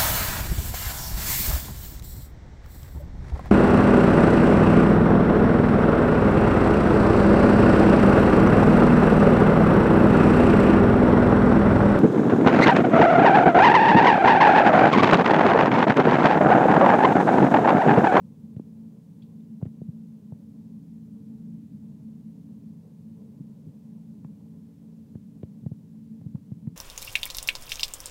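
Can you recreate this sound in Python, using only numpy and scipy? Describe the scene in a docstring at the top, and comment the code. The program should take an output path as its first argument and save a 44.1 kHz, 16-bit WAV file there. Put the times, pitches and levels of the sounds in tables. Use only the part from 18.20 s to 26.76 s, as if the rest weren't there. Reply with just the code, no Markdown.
"""Two distant diesel engines hum over a dull exhaust rumble, swelling and fading on the night air
near a burning building. Pumps and fans add a churning roar and faint, wavering whines.
Up close, fingers bump the camera with soft, low knocks, something small clicks twice,
and later the hand rubs as its grip shifts. The microphone's own hiss lies under it all."""
import sys
import numpy as np
from scipy import signal
from scipy.fft import rfft, irfft
from scipy.io import wavfile

SR = 44100
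rng = np.random.default_rng(int(sys.argv[2]) if len(sys.argv) > 2 else 0)


def digitize_waveform(pressure):
    """Quantize a signal to 16-bit integers and store it at the path in sys.argv[1].

    Rows of a 2-D input are taken as channels; values are limited to [-1, 1].
    """
    field = np.atleast_2d(pressure).T
    bounded = np.clip(field, -1, 1)
    quanta = np.round(bounded * 32767).astype(np.int16)
    wavfile.write(sys.argv[1], SR, quanta)


N = 377496
T = np.arange(N) / SR

# the faster engine's hum: (multiple of the firing rate, relative level [dB], scatter [x direct sound])
FAST_HARMONICS = [(2, -65, 0.9), (3, -51, 0.4), (4, -48, 0.59), (5, -60.5, .6), (6, -79, 0.95),
                  (8, -75.5, 1.0)]
# the slower engine's hum: (multiple of the shaft rate, relative level [dB])
SLOW_HARMONICS = [(4, -67), (6, -64.5), (7, -56), (9, -69), (10, -52), (12, -66)]
# colour of the exhaust rumble: (frequency [Hz], relative level [dB])
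EXHAUST_SPECTRUM = [(20, -56.5), (45, -32.5), (65, -24), (90, -17), (125, -8), (170, -5.5), (208, 2.5),
                    (235, -7.5), (285, -13), (350, -29), (500, -70.5)]
# how well the air carries the engines: (time [s], gain [dB])
AIR_CARRY = [(0.0, -1.5), (0.8, -1), (1.5, 1.5), (2.1, -1), (3.5, 2.5), (4.2, 0.5), (4.7, -1.5),
             (6.0, -1.9), (7.25, -2.5), (8.55, 1.5)]
# tones of the pumps and fans: (pitch [Hz], relative level [dB])
WHINE_TONES = [(96, -64), (140, -58), (406, -87.5), (630, -83), (862, -88), (899, -95), (1014, -93)]
# colour of the machinery roar: (frequency [Hz], relative level [dB])
ROAR_SPECTRUM = [(200, -24), (320, 2), (360, -7.5), (405, 2.5), (450, 2.5), (490, -3.5), (545, -4),
                 (620, -10.5), (665, -13.5), (860, -15), (1030, -16.5), (1250, -29), (2000, -42),
                 (4000, -66)]
# slow rise and fall of that roar: (time [s], level [dB])
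ROAR_SWELL = [(0.0, -64.5), (0.9, -65.5), (2.6, -66.5), (3.8, -66.5), (5.0, -65), (5.6, -65.5),
              (7.1, -66.5), (7.8, -68.5), (8.55, -67)]
# colour of the microphone hiss: (frequency [Hz], relative level [dB])
HISS_SPECTRUM = [(100, 7.5), (1400, -1), (2500, -2.5), (4500, -3.5), (7000, -4), (11000, -5.5), (16000, -6)]
# finger bumps on the camera: (time [s], thud peak [dB], thud pitch [Hz], knock peak [dB],
# knock pitch [Hz], tick peak [dB], relative scuff level [dB])
FINGER_BUMPS = [(0.365, -25, 133, -42.5, 373, -56, -61), (0.396, -28, 200, -35.5, 346, -73, -56),
                (1.415, -46, 150, -46, 600, -72, -65), (1.426, -19, 134, -31.5, 402, -58, -49),
                (1.454, -32.5, 206, -39, 400, -55, -64), (1.462, -25.5, 136, -53, 450, -68, -54),
                (1.616, -30, 157, -35.5, 340, -76, -64), (1.687, -24.5, 148, -55, 380, -76, -74),
                (2.122, -29, 133, -40.5, 464, -77, -66), (5.205, -28.5, 168, -76, 350, -80, -74),
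                (6.047, -29, 171, -45, 680, -66, -50), (6.953, -29, 129, -38, 324, -70, -55),
                (7.2315, -29.5, 113, -29.5, 326, -50.5, -54.5), (7.433, -34, 144, -54, 398, -78, -78),
                (7.462, -21, 138, -36.5, 397, -71, -57), (7.516, -25.5, 132, -41.5, 367, -73, -71),
                (8.014, -36, 128, -49.5, 454, -77, -62), (8.062, -25.5, 137, -52, 395, -75, -64),
                (8.147, -21.5, 145, -48, 340, -74, -64), (8.157, -53, 150, -51, 533, -64, -58),
                (8.317, -23.5, 141, -47, 377, -70, -66), (8.472, -20.5, 148, -47, 380, -66, -54)]
# a sliding fingertip, heard through the camera body: (frequency [Hz], relative level [dB])
SCUFF_SPECTRUM = [(200, -10), (450, -23), (850, 15.5), (1200, 3), (2100, -4.5), (3000, -14), (4500, -40)]
# small clicks, the first two heard as one: (time [s], ring peak [dB], pitch [Hz], 60 dB decay [s])
SMALL_CLICKS = [(1.021, -59.5, 3360, 0.019), (1.026, -73, 4600, 0.054), (1.203, -72.5, 3600, 0.024)]
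# shifts of the grip: (time of strongest rub [s], level [dB], swell and fade time [s])
GRIP_SHIFTS = [(5.45, -44.5, 0.073), (5.989, -46, 0.023)]
# colour of the hand's dull rubbing: (frequency [Hz], relative level [dB])
RUB_SPECTRUM = [(25, -34), (55, -12), (95, -2), (160, 7), (300, -9), (600, -25), (1200, -65), (3000, -64)]


def from_db(db):
    """Decibels to gain."""
    return 10 ** (np.asarray(db) / 20)


def unit(x):
    """Scales to rms 1."""
    return x / np.sqrt(np.mean(abs(x) ** 2) + 1e-30)


def add(mix, start_s, sound):
    """Drops a sound into the mix at start_s."""
    part = mix[max(round(start_s * SR), 0):][:len(sound)]
    part += sound[:len(part)]


def noise(spectrum):
    """Noise of rms 1, coloured by (frequency [Hz], relative level [dB]) points."""
    hz, db = np.transpose(spectrum)
    shape_db = np.interp(np.log(np.fft.rfftfreq(N, 1 / SR) + 1), np.log(hz), db)
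    return unit(irfft(rfft(rng.standard_normal(N)) * from_db(shape_db), N))


def wander(rate_hz):
    """A slow random curve of rms 1 that moves up to about rate_hz."""
    hz = np.fft.rfftfreq(N, 1 / SR)
    slow_band = np.exp(-(hz / rate_hz) ** 2) * (hz > 0)
    return unit(irfft(rfft(rng.standard_normal(N)) * slow_band, N))


def distant_tone(turns, scatter, fade_hz):
    """A tone that arrives directly and by shifting paths off the buildings."""
    paths = 1 + scatter * (wander(fade_hz) + 1j * wander(fade_hz))
    tone = np.exp(2j * np.pi * (turns + rng.random()))
    return unit((paths * tone).real)


def fast_engine(firing_hz=55.65, drift_turns=0.052):
    """A governed diesel: its harmonics follow one nearly steady firing rate, each fading on its own."""
    turns = firing_hz * T + drift_turns * wander(rate_hz=0.52)
    return sum(from_db(db) * distant_tone(round(multiple) * turns, scatter, fade_hz=3.35)
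               for multiple, db, scatter in FAST_HARMONICS)


def slow_engine(shaft_hz=21.7, drift_turns=0.049):
    """An idling diesel, whose harmonics beat against those of the faster one."""
    turns = shaft_hz * T + drift_turns * wander(rate_hz=0.47)
    return sum(from_db(db) * distant_tone(round(multiple) * turns, scatter=0.62, fade_hz=0.97)
               for multiple, db in SLOW_HARMONICS)


def engines(slow_gain_db=-2, exhaust_gain_db=-48, gust_db=1.35):
    """Both engines and their exhaust rumble swell and fade together as the air carries them over."""
    carry = from_db(np.interp(T, *np.transpose(AIR_CARRY)))
    exhaust = from_db(exhaust_gain_db + gust_db * wander(rate_hz=0.92)) * noise(EXHAUST_SPECTRUM)
    return carry * (fast_engine() + from_db(slow_gain_db) * slow_engine() + exhaust)


def machinery(drift_s=0.00067, churn_db=1.5, whine_gain_db=-2.5):
    """Pumps and fans: wavering whines ride on a churning roar, rising and falling with it."""
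    level_db = np.interp(T, *np.transpose(ROAR_SWELL))
    whines = np.zeros(N)
    for hz, db in WHINE_TONES:
        turns = hz * (T + drift_s * wander(rate_hz=1.0))
        whines += from_db(db) * distant_tone(turns, scatter=0.97, fade_hz=2.8)
    roar = from_db(level_db + churn_db * wander(rate_hz=13)) * noise(ROAR_SPECTRUM)
    return roar + from_db(level_db - level_db.mean() + whine_gain_db) * whines


def microphone_hiss(level_db=-74.07):
    """The microphone's own noise, a thin, steady bed."""
    return from_db(level_db) * noise(HISS_SPECTRUM)


def body_pulse(centre_hz, width_octaves, lag_cycles=0.9546, size=4096):
    """One band of a blow through the camera body, peak 1; the lows arrive later, so it sweeps down."""
    log_hz = np.log(np.fft.rfftfreq(size, 1 / SR) + 1)
    band = np.exp(-0.5 * ((log_hz - np.log(centre_hz)) / (width_octaves * np.log(2))) ** 2)
    lag = np.exp(-2j * np.pi * lag_cycles * log_hz)
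    wave = np.roll(irfft(band * lag), size // 2)
    return wave / abs(wave).max()


def finger_bumps(slide_s=0.0025, casing_cutoff_hz=3900):
    """Each bump falls from a faint tick through a knock into a short thud, as the fingertip scuffs."""
    blows, sliding = np.zeros(N), np.zeros(N)
    tick = body_pulse(centre_hz=2000, width_octaves=1.0)
    slide_age = np.arange(SR // 16) / SR / slide_s
    slide_envelope = slide_age * np.exp(1 - slide_age)
    for time_s, thud_db, thud_hz, knock_db, knock_hz, tick_db, scuff_db in FINGER_BUMPS:
        thud = from_db(thud_db) * body_pulse(thud_hz, width_octaves=0.45)
        knock = from_db(knock_db) * body_pulse(knock_hz, width_octaves=0.56)
        add(blows, time_s - len(tick) / 2 / SR, thud + knock + from_db(tick_db) * tick)
        # the skin touches just before the blow lands
        add(sliding, time_s - slide_s, from_db(scuff_db) * slide_envelope)
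    scuffs = 0.5 * sliding * noise(SCUFF_SPECTRUM)
    casing = signal.butter(8, casing_cutoff_hz, fs=SR, output="sos")
    return signal.sosfilt(casing, blows + scuffs)


def small_clicks(rise_s=0.0031, scrape_db=-7, echo_db=-20, echo_s=0.05):
    """A small hard thing rings briefly at one pitch over a light scrape, which echoes faintly."""
    out, t = np.zeros(N), np.arange(SR // 6) / SR
    rasp = noise([(1200, -35), (2300, -10), (3700, -3), (5000, -18), (7000, -30)])
    echo = from_db(echo_db) * np.exp(-t / echo_s)
    for time_s, db, hz, decay_s in SMALL_CLICKS:
        envelope = (1 - np.exp(-t / rise_s)) * from_db(-60 * t / decay_s)
        envelope /= envelope.max()
        ring = envelope * np.sin(2 * np.pi * hz * t)
        scrape = (from_db(scrape_db) * envelope + echo) * rasp[round(time_s * SR):][:len(t)]
        add(out, time_s, from_db(db) * (ring + scrape))
    return out


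def grip_rub(uneven_db=3):
    """The hand rubs unevenly on the camera body; each shift swells and fades."""
    pressure = sum(from_db(db) * np.exp(-((T - time_s) / swell_s) ** 2)
                   for time_s, db, swell_s in GRIP_SHIFTS)
    rubbing = from_db(uneven_db * wander(rate_hz=16)) * noise(RUB_SPECTRUM)
    return pressure * unit(rubbing)


def scene():
    """A bed of distant engines, machinery and hiss, with close bumps, clicks and rubs on top, in mono."""
    bed = engines() + machinery() + microphone_hiss()
    return (bed + finger_bumps() + small_clicks() + grip_rub())[None]


def record(dry, cutoff_hz=15800):
    """A steep low-pass takes the very top off the hiss."""
    lowpass = signal.firwin(1023, cutoff_hz, window=("kaiser", 9), fs=SR)
    return signal.oaconvolve(dry, lowpass[None], "same")


dry = scene()
out = record(dry)
digitize_waveform(out)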